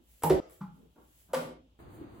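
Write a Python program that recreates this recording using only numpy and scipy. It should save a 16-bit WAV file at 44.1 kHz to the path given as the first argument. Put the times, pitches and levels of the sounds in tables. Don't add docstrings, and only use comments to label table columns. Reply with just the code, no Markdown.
import sys
import numpy as np
from scipy import signal
from scipy.fft import rfft, irfft, next_fast_len
from scipy.io import wavfile
from scipy.ndimage import uniform_filter1d, map_coordinates

SR = 44100
rng = np.random.default_rng(int(sys.argv[2]) if len(sys.argv) > 2 else 0)


def persist_wave(psi):
    counts = np.round(np.clip(psi, -1, 1) * 32767).astype(np.int16)
    wavfile.write(sys.argv[1], SR, np.atleast_2d(counts).T)


N = 97020

def amp(db):
    return 10 ** (np.asarray(db) / 20)

def unit(x):
    return x / np.sqrt(np.mean(x ** 2) + 1e-20)

def along(points, hz):
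    freqs, values = np.transpose(points)
    return np.interp(np.log(hz + 1), np.log(freqs + 1), values)

def since(start):
    return np.maximum(np.arange(N) / SR - start, 0)

def filtered(x, response):
    size = next_fast_len(N + 8192)
    return irfft(rfft(x, size) * response(np.fft.rfftfreq(size, 1 / SR)), size)[..., :N]

def noise(spectrum):
    return unit(filtered(rng.standard_normal(N), lambda hz: amp(along(spectrum, hz))))

def decay(start, rise, t60):
    t = since(start)
    return (1 - np.exp(-t / rise)) * np.exp(-np.log(1000) * t / t60)

def swell(centre, half_width):
    return np.exp(-((np.arange(N) / SR - centre) / half_width) ** 2)

def wobble(rate):
    return map_coordinates(rng.standard_normal(N // 100), [np.arange(N) * rate / SR], mode="wrap")

# frequency in Hz, correlation of left and right in the room.
COHERENCE = [(160, .88), (300, 0.5), (600, 0.18), (1000, -.35), (2500, .05)]
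def mid_side_gains(hz):
    angle = np.arccos(along(COHERENCE, hz)) / 2
    return np.array([np.cos(angle), np.sin(angle)])

def diffuse(spectrum):
    white = rng.standard_normal((2, N))
    mid, side = filtered(white, lambda hz: amp(along(spectrum, hz)) * mid_side_gains(hz))
    return unit(np.array([mid + side, mid - side]))

def whiten(tail):
    spectrum = rfft(tail, 2 * tail.shape[1])
    power = np.abs(uniform_filter1d(np.abs(spectrum) ** 2, size=120, axis=1))
    return irfft(spectrum / np.sqrt(power + 1e-20))[:, :tail.shape[1]]

# frequency in Hz, t60 in seconds.
BOWL_ROOM = [(400, .5), (1000, .38), (3000, .42), (12000, .27)]
VASE_ROOM = [(300, .6), (530, .45), (2500, .52), (16000, .36)]
def reverberate(x, room_db, room, build_up_s=0.006):
    hz, t, bands = signal.stft(rng.standard_normal((2, SR * 2 // 3)), SR, nperseg=256)
    age = t / along(room, hz)[:, None]
    damping = np.exp(-np.log(1000) * age - (age / 0.53) ** 6)
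    mid, side = signal.istft(bands * mid_side_gains(hz)[..., None] * damping, SR, nperseg=256)[1]
    onset = 1 - np.exp(-(np.arange(len(mid)) / SR / build_up_s) ** 2)
    tail = whiten(np.array([mid + side, mid - side])) * onset
    tail /= np.linalg.norm(tail[0])
    return x + amp(room_db) * signal.fftconvolve(x[None], tail, axes=1)[:, :N]

# frequency in Hz, relative level in dB.
AIR_SPECTRUM = [(25, -17.5), (60, 2.5), (120, -9), (900, -21), (2000, -34), (3100, -22), (4500, -33.5),
                (16000, -45)]
def room_tone(air_db=-69, hum_db=-67.5, hum_hz=57.3):
    return amp(air_db) * diffuse(AIR_SPECTRUM) + amp(hum_db) * np.sin(2 * np.pi * hum_hz * since(0))

# time in seconds, level in dB.
HISS_LEVELS = [(0, -81), (0.108, -62.5), (.21, -62.5), (.45, -83.5), (0.53, -59.5), (.71, -79.5),
               (.765, -71), (0.9, -78), (1.21, -60.5), (1.319, -70.5), (1.55, -93), (1.779, -84),
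               (1.8, -67.5), (1.872, -77.5), (1.95, -63), (2.07, -79.5), (2.158, -70)]
# frequency in Hz, relative level in dB.
HISS_SPECTRUM = [(800, -14), (2000, -0.5), (5500, -3), (7500, 4), (15500, 6)]
def wet_hiss():
    times, db = np.transpose(HISS_LEVELS)
    return amp(np.interp(np.arange(N) / SR, times, db)) * diffuse(HISS_SPECTRUM)

# centre of a rub in seconds, half-width in seconds, level in dB, pitch ratio.
RUBS = [(0.01, 0.029, -65.5, 1), (0.816, 0.062, -61, 0.82), (0.845, 0.04, -65, 1.42),
        (2.027, 0.041, -44.5, 1.026)]
# frequency in Hz at pitch ratio 1, relative level in dB.
RUB_SPECTRUM = [(100, -39), (230, -6), (320, 3), (420, -14.5), (8000, -57)]
def rubs():
    return sum(diffuse([(hz * pitch, level) for hz, level in RUB_SPECTRUM])
               * amp(db) * swell(centre, half_width) for centre, half_width, db, pitch in RUBS)

# start in seconds, levels of thud, smack, spray and crack in dB, room gain in dB.
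TRANSIENTS = [(0.2223, -67, -45.5, -66, -43, 9), (0.2348, -30, -30.5, -45.5, -21.5, -0.5),
              (0.2975, -58, -29, -51, -32.5, -2.5), (0.303, -26.5, -32.5, -51, -59, 3.5),
              (0.403, -56.5, -55, -76, -79, 8), (0.497, -89, -62.5, -55, -52, 5.5),
              (1.3333, -74.5, -30.5, -38.5, -33, 2.5), (1.3433, -63, -30, -46.5, -32.5, 0),
              (1.412, -43.5, -48.5, -59, -58, 2)]
# frequency in Hz, relative level in dB.
THUD_SPECTRUM = [(30, -26.5), (70, -9), (130, 2), (220, -1), (450, 4), (700, -1), (1200, -39),
                 (4000, -71.5)]
SMACK_SPECTRUM = [(100, -37), (350, -13), (650, -1.5), (1100, -6.5), (2100, -16), (6000, -25), (16000, -50)]
SPRAY_SPECTRUM = [(500, -23.5), (2000, -2), (4000, -21.5), (6000, -12), (8000, 8), (11000, 9), (15500, 1.5)]
def transient(start, thud_db, smack_db, spray_db, crack_db, room_db, room):
    crack = amp(crack_db) * noise(SPRAY_SPECTRUM) * decay(start, rise=0.0001, t60=0.014)
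    thud = amp(thud_db) * noise(THUD_SPECTRUM) * decay(start, rise=0.0016, t60=0.2)
    smack = amp(smack_db) * noise(SMACK_SPECTRUM) * decay(start, rise=0.00078, t60=0.091)
    clicks = rng.standard_normal(N) * np.exp(0.2 * rng.standard_normal(N))
    crackle = unit(filtered(clicks, lambda hz: amp(along(SPRAY_SPECTRUM, hz))))
    spray = amp(spray_db) * crackle * decay(start, rise=0.000067, t60=0.02)
    return reverberate(crack + thud + smack + spray, room_db, room)

def damped_mode(start, hz, glide, db, rise, t60, settle_s=0.02, flutter_rad=0.3):
    t = since(start)
    cycles = hz * (t + glide * settle_s * (1 - np.exp(-t / settle_s)))
    return amp(db) * decay(start, rise, t60) * np.sin(2 * np.pi * cycles + flutter_rad * wobble(120))

# start of a pop in seconds, final pitch in Hz, initial pitch offset as a fraction,
# level in dB, rise and t60 in seconds, room gain in dB.
AIR_POPS = [(0.2355, 893.5, 0.051, -25.5, 0.001, 0.083, 6.5), (0.236, 780, 0.056, -22, 0.0028, 0.14, -1.5),
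            (0.262, 804, .05, -21, 0.004, 0.11, -3), (0.303, 355.8, .12, -5.5, 0.0047, 0.07, -4.5),
            (0.304, 308.8, 0, -21.5, 0.0045, 0.21, 1), (0.304, 488, 0.039, -20, 0.0047, 0.072, 3.5),
            (1.335, 523, 0.033, -18.5, 0.0012, 0.085, -3.5), (1.336, 1117, 0.06, -36.5, .002, 0.049, 8.5)]
def air_pop(start, hz, glide, db, rise, t60, room_db, room):
    return reverberate(damped_mode(start, hz, glide, db, rise, t60), room_db, room)

# start of a boom in seconds, frequency in Hz, level in dB, rise in seconds.
BOOMS = [(0.245, 157.8, -20, 0.03), (0.296, 60.2, -30.5, 0.022), (0.405, 514, -52.5, 0.0057),
         (1.36, 161.7, -35.5, 0.031), (1.345, 249.8, -29.5, 0.058), (1.35, 524, -35.5, .008),
         (1.44, 312, -45.5, .04)]
def boom(start, hz, db, rise):
    phase = 2 * np.pi * hz * since(start) + 0.8 * wobble(30)
    return amp(db + 3 * wobble(35)) * decay(start, rise, t60=0.46) * np.sin(phase)

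def collapse(start, end, room):
    bursts = sum(transient(*row, room) for row in TRANSIENTS if start < row[0] < end)
    pops = sum(air_pop(*row, room) for row in AIR_POPS if start < row[0] < end)
    booms = sum(boom(*row) for row in BOOMS if start < row[0] < end)
    return bursts + pops + booms

# start of a tug of the wire in seconds, level in dB.
WIRE_PLUCKS = [(0.608, -30.5)]
# final pitch of a mode in Hz, initial pitch offset as a fraction, level in dB relative
# to the pluck, rise and t60 in seconds.
VASE_MODES = [(191.6, -0.0048, 3, 0.019, 0.16), (162.6, 0.085, 0, 0.019, 0.17),
              (824, 0.128, -9, 0.029, 0.21), (1142, 0.023, -12, 0.002, 0.075),
              (1403, -0.031, -19.5, 0.0033, 0.1)]
# frequency in Hz, relative level in dB.
SCUFF_SPECTRUM = [(300, 4), (600, -7), (900, 6.5), (1400, 4.5), (1700, -11), (9000, -32)]
def vase_pluck(scuff_gain_db=-16):
    modes = sum(damped_mode(start, hz, glide, db + mode_db, rise, t60)
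                for start, db in WIRE_PLUCKS for hz, glide, mode_db, rise, t60 in VASE_MODES)
    scuff_envelope = sum(amp(db + scuff_gain_db) * decay(start, rise=0.0034, t60=0.22)
                         for start, db in WIRE_PLUCKS)
    return reverberate(modes + noise(SCUFF_SPECTRUM) * scuff_envelope, room_db=-4, room=VASE_ROOM)

# centre of a fold in seconds, level in dB, width in seconds.
FOLDS = [(0.965, -62, 0.012), (0.986, -63.5, 0.024), (1.306, -61.5, 0.034)]
# frequency in Hz, relative level in dB.
FOLD_SPECTRUM = [(60, -19), (190, -1.5), (480, -7.5), (1450, -13), (1800, -28.5), (16000, -65)]
def folds():
    envelope = sum(amp(db) * swell(centre, width / 2) for centre, db, width in FOLDS)
    return reverberate(noise(FOLD_SPECTRUM) * envelope, room_db=7.5, room=VASE_ROOM)

# frequency in Hz, relative level in dB.
WHEEL_SPECTRUM = [(20, -33), (49, -8.5), (108, 1.5), (192, -11), (349, -5), (540, -16), (1070, -18),
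                  (3380, -37.5), (6000, -38), (13200, -110)]
def wheel(db=-51):
    return amp(db) * diffuse(WHEEL_SPECTRUM)

VASE_SCENE_S, WHEEL_SCENE_S = 0.402, 1.79
def scene():
    vase_on, wheel_on = [np.minimum(since(s) / 0.00045, 1) for s in (VASE_SCENE_S, WHEEL_SCENE_S)]
    bowl = collapse(0, VASE_SCENE_S, BOWL_ROOM) * amp(-50 * vase_on)
    vase = vase_pluck() + folds() + collapse(VASE_SCENE_S, WHEEL_SCENE_S, VASE_ROOM)
    return (bowl + vase) * (1 - wheel_on) + wheel() * wheel_on + rubs() + wet_hiss() + room_tone()

NULLS_HZ = [(9100, 13800), (5500, 11700)]
def notched(x, centres, depth_db=-24, half_width_hz=520):
    dips = lambda hz: sum(np.exp(-((hz - centre) / half_width_hz) ** 2) for centre in centres)
    return filtered(x, lambda hz: amp(depth_db * dips(hz)))

def record(dry, left_lag_s=0.00003, top_hz=16200):
    before, during = [notched(dry, centres) for centres in NULLS_HZ]
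    coloured = np.where(since(WHEEL_SCENE_S) > 0, during, before)
    lag = lambda hz: np.exp(1j * np.pi * hz * left_lag_s * np.array([[-1], [1]]))
    return filtered(coloured, lambda hz: lag(hz) * (hz < top_hz))

dry = scene()
out = record(dry)
persist_wave(out)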